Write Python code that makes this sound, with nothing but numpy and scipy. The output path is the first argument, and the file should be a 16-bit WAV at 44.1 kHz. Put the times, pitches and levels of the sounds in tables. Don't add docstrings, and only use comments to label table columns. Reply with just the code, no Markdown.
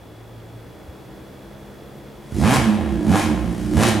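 import sys
import numpy as np
from scipy import signal
from scipy.fft import rfft, irfft
from scipy.io import wavfile
from scipy.ndimage import uniform_filter1d

SR = 44100
rng = np.random.default_rng(int(sys.argv[2]) if len(sys.argv) > 2 else 0)


def inscribe(sig):
    pcm = np.round(np.clip(np.atleast_2d(sig).T, -1, 1) * 32767)
    wavfile.write(sys.argv[1], SR, pcm.astype(np.int16))


N = 176400
T = np.arange(N) / SR
FREQS = np.maximum(np.arange(N + 1) * SR / (2 * N), 1)
START_S = 2.31

# time_s [s], speed_hz [firings per second]
ENGINE_SPEED = [(2.32, 39.4), (2.37, 51), (2.40, 66), (2.46, 108), (2.54, 144), (2.62, 115), (2.68, 105),
                (2.74, 104.7), (2.80, 83), (2.89, 67), (2.96, 56.7), (3.0, 54.2), (3.05, 51), (3.11, 92),
                (3.16, 105.3), (3.23, 94), (3.29, 71.7), (3.36, 62.5), (3.44, 59), (3.5, 57.3),
                (3.62, 60.8), (3.73, 60.6), (3.79, 103.5), (3.83, 120.7), (3.89, 112), (3.95, 101.4)]
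# time_s [s], rasp_db [dB], hiss_db [dB]
THROTTLE_LEVELS = [(2.3, -53, -53), (2.38, -47.5, -40), (2.438, -22.5, -34), (2.548, -18.5, -26),
                   (2.61, -27.5, -37.5), (2.778, -31.5, -50.5), (2.912, -34.5, -49.5), (2.988, -37, -51),
                   (3.08, -36, -42), (3.15, -18.5, -32), (3.198, -23.5, -29.5), (3.242, -32.5, -33.5),
                   (3.304, -30.5, -48), (3.424, -35.5, -49), (3.722, -44.5, -44.5), (3.792, -22, -31),
                   (3.836, -19, -26), (3.904, -27.5, -28.5), (3.97, -30.5, -52), (4.0, -30, -52)]


def from_db(db):
    return 10 ** (np.asarray(db) / 20)


def rms_one(x):
    return x / np.sqrt(np.mean(x ** 2) + 1e-20)


def in_time(rows):
    time_s, *columns = np.transpose(rows)
    return [np.interp(T, time_s, column) for column in columns]


def colour(x, points, share=1):
    hz, db = np.transpose(points)
    gain_db = share * np.interp(np.log(FREQS), np.log(hz), db)
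    return irfft(rfft(x, 2 * N) * from_db(gain_db))[..., :N]


def drift(rate):
    hz = np.arange(N // 2 + 1) * SR / N
    spectrum = rfft(rng.standard_normal(N))
    return rms_one(irfft(spectrum / (1 + (hz / rate) ** 2), N))


def evened(x, window_s):
    size = max(int(window_s * SR), 3)
    power = uniform_filter1d(uniform_filter1d(x ** 2, size), size)
    floor = np.mean(x ** 2) / 1000
    return x / np.sqrt(np.abs(power) + floor)


def resonance(x, hz, width_hz):
    r = np.exp(-np.pi * width_hz / SR)
    top = np.array([1, 0, -1]) * (1 - r * r) / 2
    bottom = [1, -2 * r * np.cos(2 * np.pi * hz / SR), r * r]
    return signal.lfilter(top, bottom, x + 1e-18)


def band(x, low_hz, high_hz):
    return signal.sosfilt(signal.butter(5, [low_hz, high_hz], "band", fs=SR, output="sos"), x)


def far_motor():
    # time_s [s], pitch_hz [Hz],
    # second_db [dB], third_db [dB], fifth_db [dB] (multiples 2, 3 and 5 of the pitch)
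    far_harmonics = [(0, 55.1, -49, -57, -81), (.22, 56.15, -43, -56, -88), (.69, 58.54, -42, -55, -59),
                     (.77, 61.76, -55, -51.5, -52), (1.1, 64.57, -47.5, -51, -50),
                     (1.5, 66.88, -48.5, -48.5, -54), (2.3, 70.56, -48, -48.5, -52)]
    # [dB, relative]
    murmur_tones = [(309, 38, -4.5), (448, 70, 13), (610, 34, -0.5), (1510, 230, -22)]
    waver_db = 2
    murmur_db, murmur_db_per_hz = -51, 0.5
    hz, *levels = in_time(far_harmonics)
    phase = 2 * np.pi * np.cumsum(hz * (1 + 0.014 * drift(rate=15))) / SR
    chugs = np.exp(np.cos(phase) + .5 * np.cos(phase / 2)) * rng.standard_normal(N)
    murmur = rms_one(sum(from_db(db) * resonance(chugs, centre, width) for centre, width, db in murmur_tones))
    sound = murmur * from_db(murmur_db + murmur_db_per_hz * (hz - hz.max()))
    for multiple, db in zip((2, 3, 5), levels):
        gain = np.sqrt(2) * from_db(db + waver_db * drift(rate=25))
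        sound = sound + gain * np.sin(multiple * phase)
    return sound


def cricket():
    pitch_hz, sweep_hz, strokes_per_s = 3391, 22, 57.5
    level_db, flutter_db = -61.5, 0.9
    wing = 2 * np.pi * strokes_per_s * T
    strokes = 1 + np.cos(wing)
    phase = 2 * np.pi * np.cumsum(pitch_hz - sweep_hz * np.sin(wing)) / SR
    return from_db(level_db + flutter_db * drift(rate=37)) * strokes * np.sin(phase)


def air():
    # [dB per Hz, relative]
    air_colour = [(20, -66), (45, 3.5), (100, 0), (160, -4), (330, -0.5), (620, -5.5), (1170, -14),
                  (1700, -17), (2800, -23), (4200, -26), (7000, -31.5), (15500, -32.5)]
    # time_s [s], level_db [dB]
    air_level = [(0, -44), (1.2, -42)]
    width_db = -9
    mid, side = colour(rng.standard_normal((2, N)), air_colour)
    opposed = rms_one(side) * np.array([[1], [-1]])
    return from_db(in_time(air_level)[0]) * (rms_one(mid) + from_db(width_db) * opposed)


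def tick():
    start_s, pitch_hz, length_s, level_db = .404, 3100, .003, -51.5
    crack_db = -7
    t = T - start_s
    noise = band(rng.standard_normal(N), pitch_hz / 2, pitch_hz * 2)
    edge = from_db(crack_db) * rms_one(noise)
    return from_db(level_db) * np.exp(-(t / length_s) ** 2) * (np.sin(2 * np.pi * pitch_hz * t) + edge)


def bump():
    middle_s, pitch_hz, width_s, level_db = .895, 77, 0.0094, -26.5
    t = T - middle_s
    return from_db(level_db) * np.exp(-(t / width_s) ** 2) * np.cos(2 * np.pi * pitch_hz * t)


def swing(sign):
    full_hz_per_s = 160
    speed, = in_time(ENGINE_SPEED)
    change = np.gradient(speed) * SR
    return uniform_filter1d(np.clip(sign * change / full_hz_per_s, 0, 1), size=1500)


def overrun():
    return swing(-1.3)


def firings():
    cylinder_db = [1.5, -1.5, .8, -.8]
    first_firing = .6
    cylinder_late = .015
    timing_scatter, overrun_timing = .012, .03
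    scatter_db, overrun_scatter_db = 1.2, 2.4
    speed, = in_time(ENGINE_SPEED)
    cycles = first_firing + np.cumsum(speed * (T > START_S)) / SR
    k = np.arange(1, int(cycles[-1]))
    chance = rng.standard_normal((400, 2))[k]
    ragged = overrun()[np.searchsorted(cycles, k)]
    shift = cylinder_late * (-1) ** k + (timing_scatter + overrun_timing * ragged) * chance[:, 0]
    at = np.minimum(np.searchsorted(cycles, k + shift), N - 1)
    strength_db = np.array(cylinder_db)[k % len(cylinder_db)]
    strength_db = strength_db + (scatter_db + overrun_scatter_db * ragged) * chance[:, 1]
    clicks = np.zeros(N)
    clicks[at] = from_db(strength_db)
    return clicks


def puffs(clicks, decay_s, steady):
    gate = signal.lfilter([1], [1, -np.exp(-1 / (decay_s * SR))], clicks + 1e-18)
    return rms_one((gate + steady) * rng.standard_normal(N))


def hiss(clicks):
    # [dB per Hz, relative]
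    hiss_colour = [(1500, 4.5), (3500, -2.5), (4500, -2.5), (6500, -1.5), (8000, -3.5), (10500, -3),
                   (12000, -8), (13500, -24), (15800, -22)]
    trim_db, flutter_db = 0.57, 1.0
    spray_hz, spray_db, spray_growth = 12100, -22.5, 1.3
    db = in_time(THROTTLE_LEVELS)[1] + trim_db
    jet = puffs(clicks, decay_s=.004, steady=.6) * from_db(flutter_db * drift(rate=4300))
    jet = evened(colour(jet, hiss_colour), window_s=0.26)
    top = signal.sosfilt(signal.butter(10, spray_hz, "high", fs=SR, output="sos"), jet)
    spray = evened(top, window_s=.035)
    return jet * from_db(db) + spray * from_db(db.max() + spray_db + spray_growth * (db - db.max()))


def rasp(clicks):
    # pitch_hz [Hz], width_hz [Hz], level_db [dB]
    pipe_ring = [(660.3, 14, 0.5), (700, 15, -9), (764, 26, -12), (1060, 22, -1.5), (1405, 11, -1),
                 (1673, 83, 6.5), (1760, 9.2, 1)]
    # [dB per Hz, relative]
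    rasp_colour = [(200, -36), (380, 7), (500, 5.5), (570, -0.5), (660, 1), (820, 5), (1060, 0.5),
                   (1300, -3), (1680, -9), (2500, -8), (3400, -13.5), (5000, -26), (9000, -51)]
    trim_db, crack_db = -1.5, -2.5
    burble_hz, burble_width_hz, burble_db, burble_growth = 585, 116, -7, 1
    bite_hz, bite_lag_s = 1410, 0.014
    level_db = in_time(THROTTLE_LEVELS)[0] + trim_db
    drive = from_db(crack_db) * rms_one(clicks) + puffs(clicks, decay_s=.004, steady=.35)
    drive = drive + sum(from_db(db) * resonance(drive, hz, width) for hz, width, db in pipe_ring)
    bark = colour(drive, rasp_colour)
    burble_gain = from_db(burble_db + burble_growth * (level_db.max() - level_db))
    burble = resonance(bark, burble_hz, burble_width_hz) * burble_gain
    voice = evened(bark + burble, window_s=0.028)
    body = signal.sosfiltfilt(signal.butter(2, bite_hz, fs=SR, output="sos"), voice)
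    bite = voice - body
    early = from_db(np.interp(T + bite_lag_s / 2, T, level_db))
    late = from_db(np.interp(T - bite_lag_s / 2, T, level_db))
    return body * early + bite * late


def boom(clicks):
    # pitch_hz [Hz], width_hz [Hz], level_db [dB]
    pipe_tones = [(65.41, 21, 7), (91, 16.3, -4), (122, 16, -6), (175.2, 17, 0.5), (211.8, 17.3, 8),
                  (242.6, 10, -11), (302.2, 14.6, 4), (338.8, 15.3, 1.5)]
    # time_s [s], level_db [dB]
    thump_level = [(2.3, -50), (2.318, -31), (2.404, -21), (2.546, -23.5), (2.578, -18), (2.674, -30),
                   (3.056, -30), (3.118, -21.5), (3.312, -32.5), (3.512, -25), (3.564, -36), (3.662, -26.5),
                   (3.7, -40), (3.762, -19), (3.88, -23.5), (4.0, -27.5)]
    # time_s [s], level_db [dB]
    boom_level = [(2.3, -57), (2.314, -50), (2.374, -23), (2.45, -15.5), (2.636, -25), (2.688, -13.5),
                  (2.734, -21), (2.772, -26), (3.056, -22.5), (3.1, -13), (3.204, -27.5), (3.308, -20),
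                  (3.412, -27.5), (3.526, -23.5), (3.55, -29), (3.686, -27), (3.758, -16.5), (3.894, -19),
                  (3.918, -34), (3.952, -20), (4.0, -26)]
    racing_hz = [77.4, 124]
    thump_trim_db, boom_trim_db = 1, 0
    turbulence_db, overrun_turbulence_db = -13, 2
    wander_db = 4
    low_hz, split_hz, pull_top_hz, top_hz = 58, 155.6, 252, 345.4
    pull_direct = .85
    gas_gain = from_db(turbulence_db + overrun_turbulence_db * overrun())
    drive = rms_one(clicks) + gas_gain * puffs(clicks, decay_s=0.063, steady=0.19)
    rings = np.array([from_db(db + wander_db * drift(rate=14)) * resonance(-drive, hz, width)
                      for hz, width, db in pipe_tones])
    deep = np.array(pipe_tones)[:, 0] < split_hz
    speed, = in_time(ENGINE_SPEED)
    pull = swing(1) * (speed > pipe_tones[0][0])
    racing = np.maximum(pull, np.interp(speed, racing_hz, [0, 1]))
    thump_db = in_time(thump_level)[0] + thump_trim_db
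    boom_db = in_time(boom_level)[0] + boom_trim_db
    out = 0
    for part, drone, bottom_hz, ceiling_hz, level_db in (
            (deep, racing, low_hz, split_hz, thump_db),
            (~deep, pull, split_hz, pull_top_hz, boom_db)):
        direct = pull_direct * drone
        ringing = rms_one(band(rings[part].sum(axis=0), low_hz, top_hz))
        passage = signal.butter(3, [bottom_hz, ceiling_hz], "band", fs=SR, output="sos")
        through = rms_one(signal.sosfilt(passage, -clicks))
        mix = (1 - direct) * ringing + direct * through
        out = out + evened(mix, window_s=0.015) * from_db(level_db)
    rumble_cut = signal.butter(2, low_hz * 0.65, "high", fs=SR, output="sos")
    return signal.sosfilt(rumble_cut, out * (T > START_S))


def among_trees(x):
    # pitch_hz [Hz], level_db [dB against the direct sound]
    scatter_colour = [(250, -6.5), (800, -1.5), (3000, 3), (12000, -5)]
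    # pitch_hz [Hz], level_db [dB]
    engine_pan = [(60, -12), (130, -6), (250, -4.5), (500, -1.6), (1000, 0), (2000, 0.5), (4500, 2),
                  (8000, 2), (14000, -1.5)]
    t60_s, width = 0.52, 0.44
    fade = from_db(-60 * T / t60_s) * (T > .004)
    mid, side = rng.standard_normal((2, N)) * fade
    tail = mid + width * side * np.array([[1], [-1]])
    tail /= np.sqrt(np.sum(tail ** 2, axis=1, keepdims=True))
    scattered = signal.fftconvolve(x[None], tail, axes=1)[:, :N]
    left, right = x + colour(scattered, scatter_colour)
    return np.array([colour(left, engine_pan, .5), colour(right, engine_pan, -.5)])


def motorcycle():
    lead_s = 0.12
    clicks = firings()
    swell = np.clip(1 + (T - START_S) / lead_s, 0, 1)
    return among_trees(boom(clicks) + (rasp(clicks) + hiss(clicks)) * swell)


def scene():
    return motorcycle() + air() + far_motor() + cricket() + bump() + tick()


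def record(dry):
    return signal.sosfilt(signal.ellip(12, .1, 90, 15850, fs=SR, output="sos"), dry)


dry = scene()
out = record(dry)
inscribe(out)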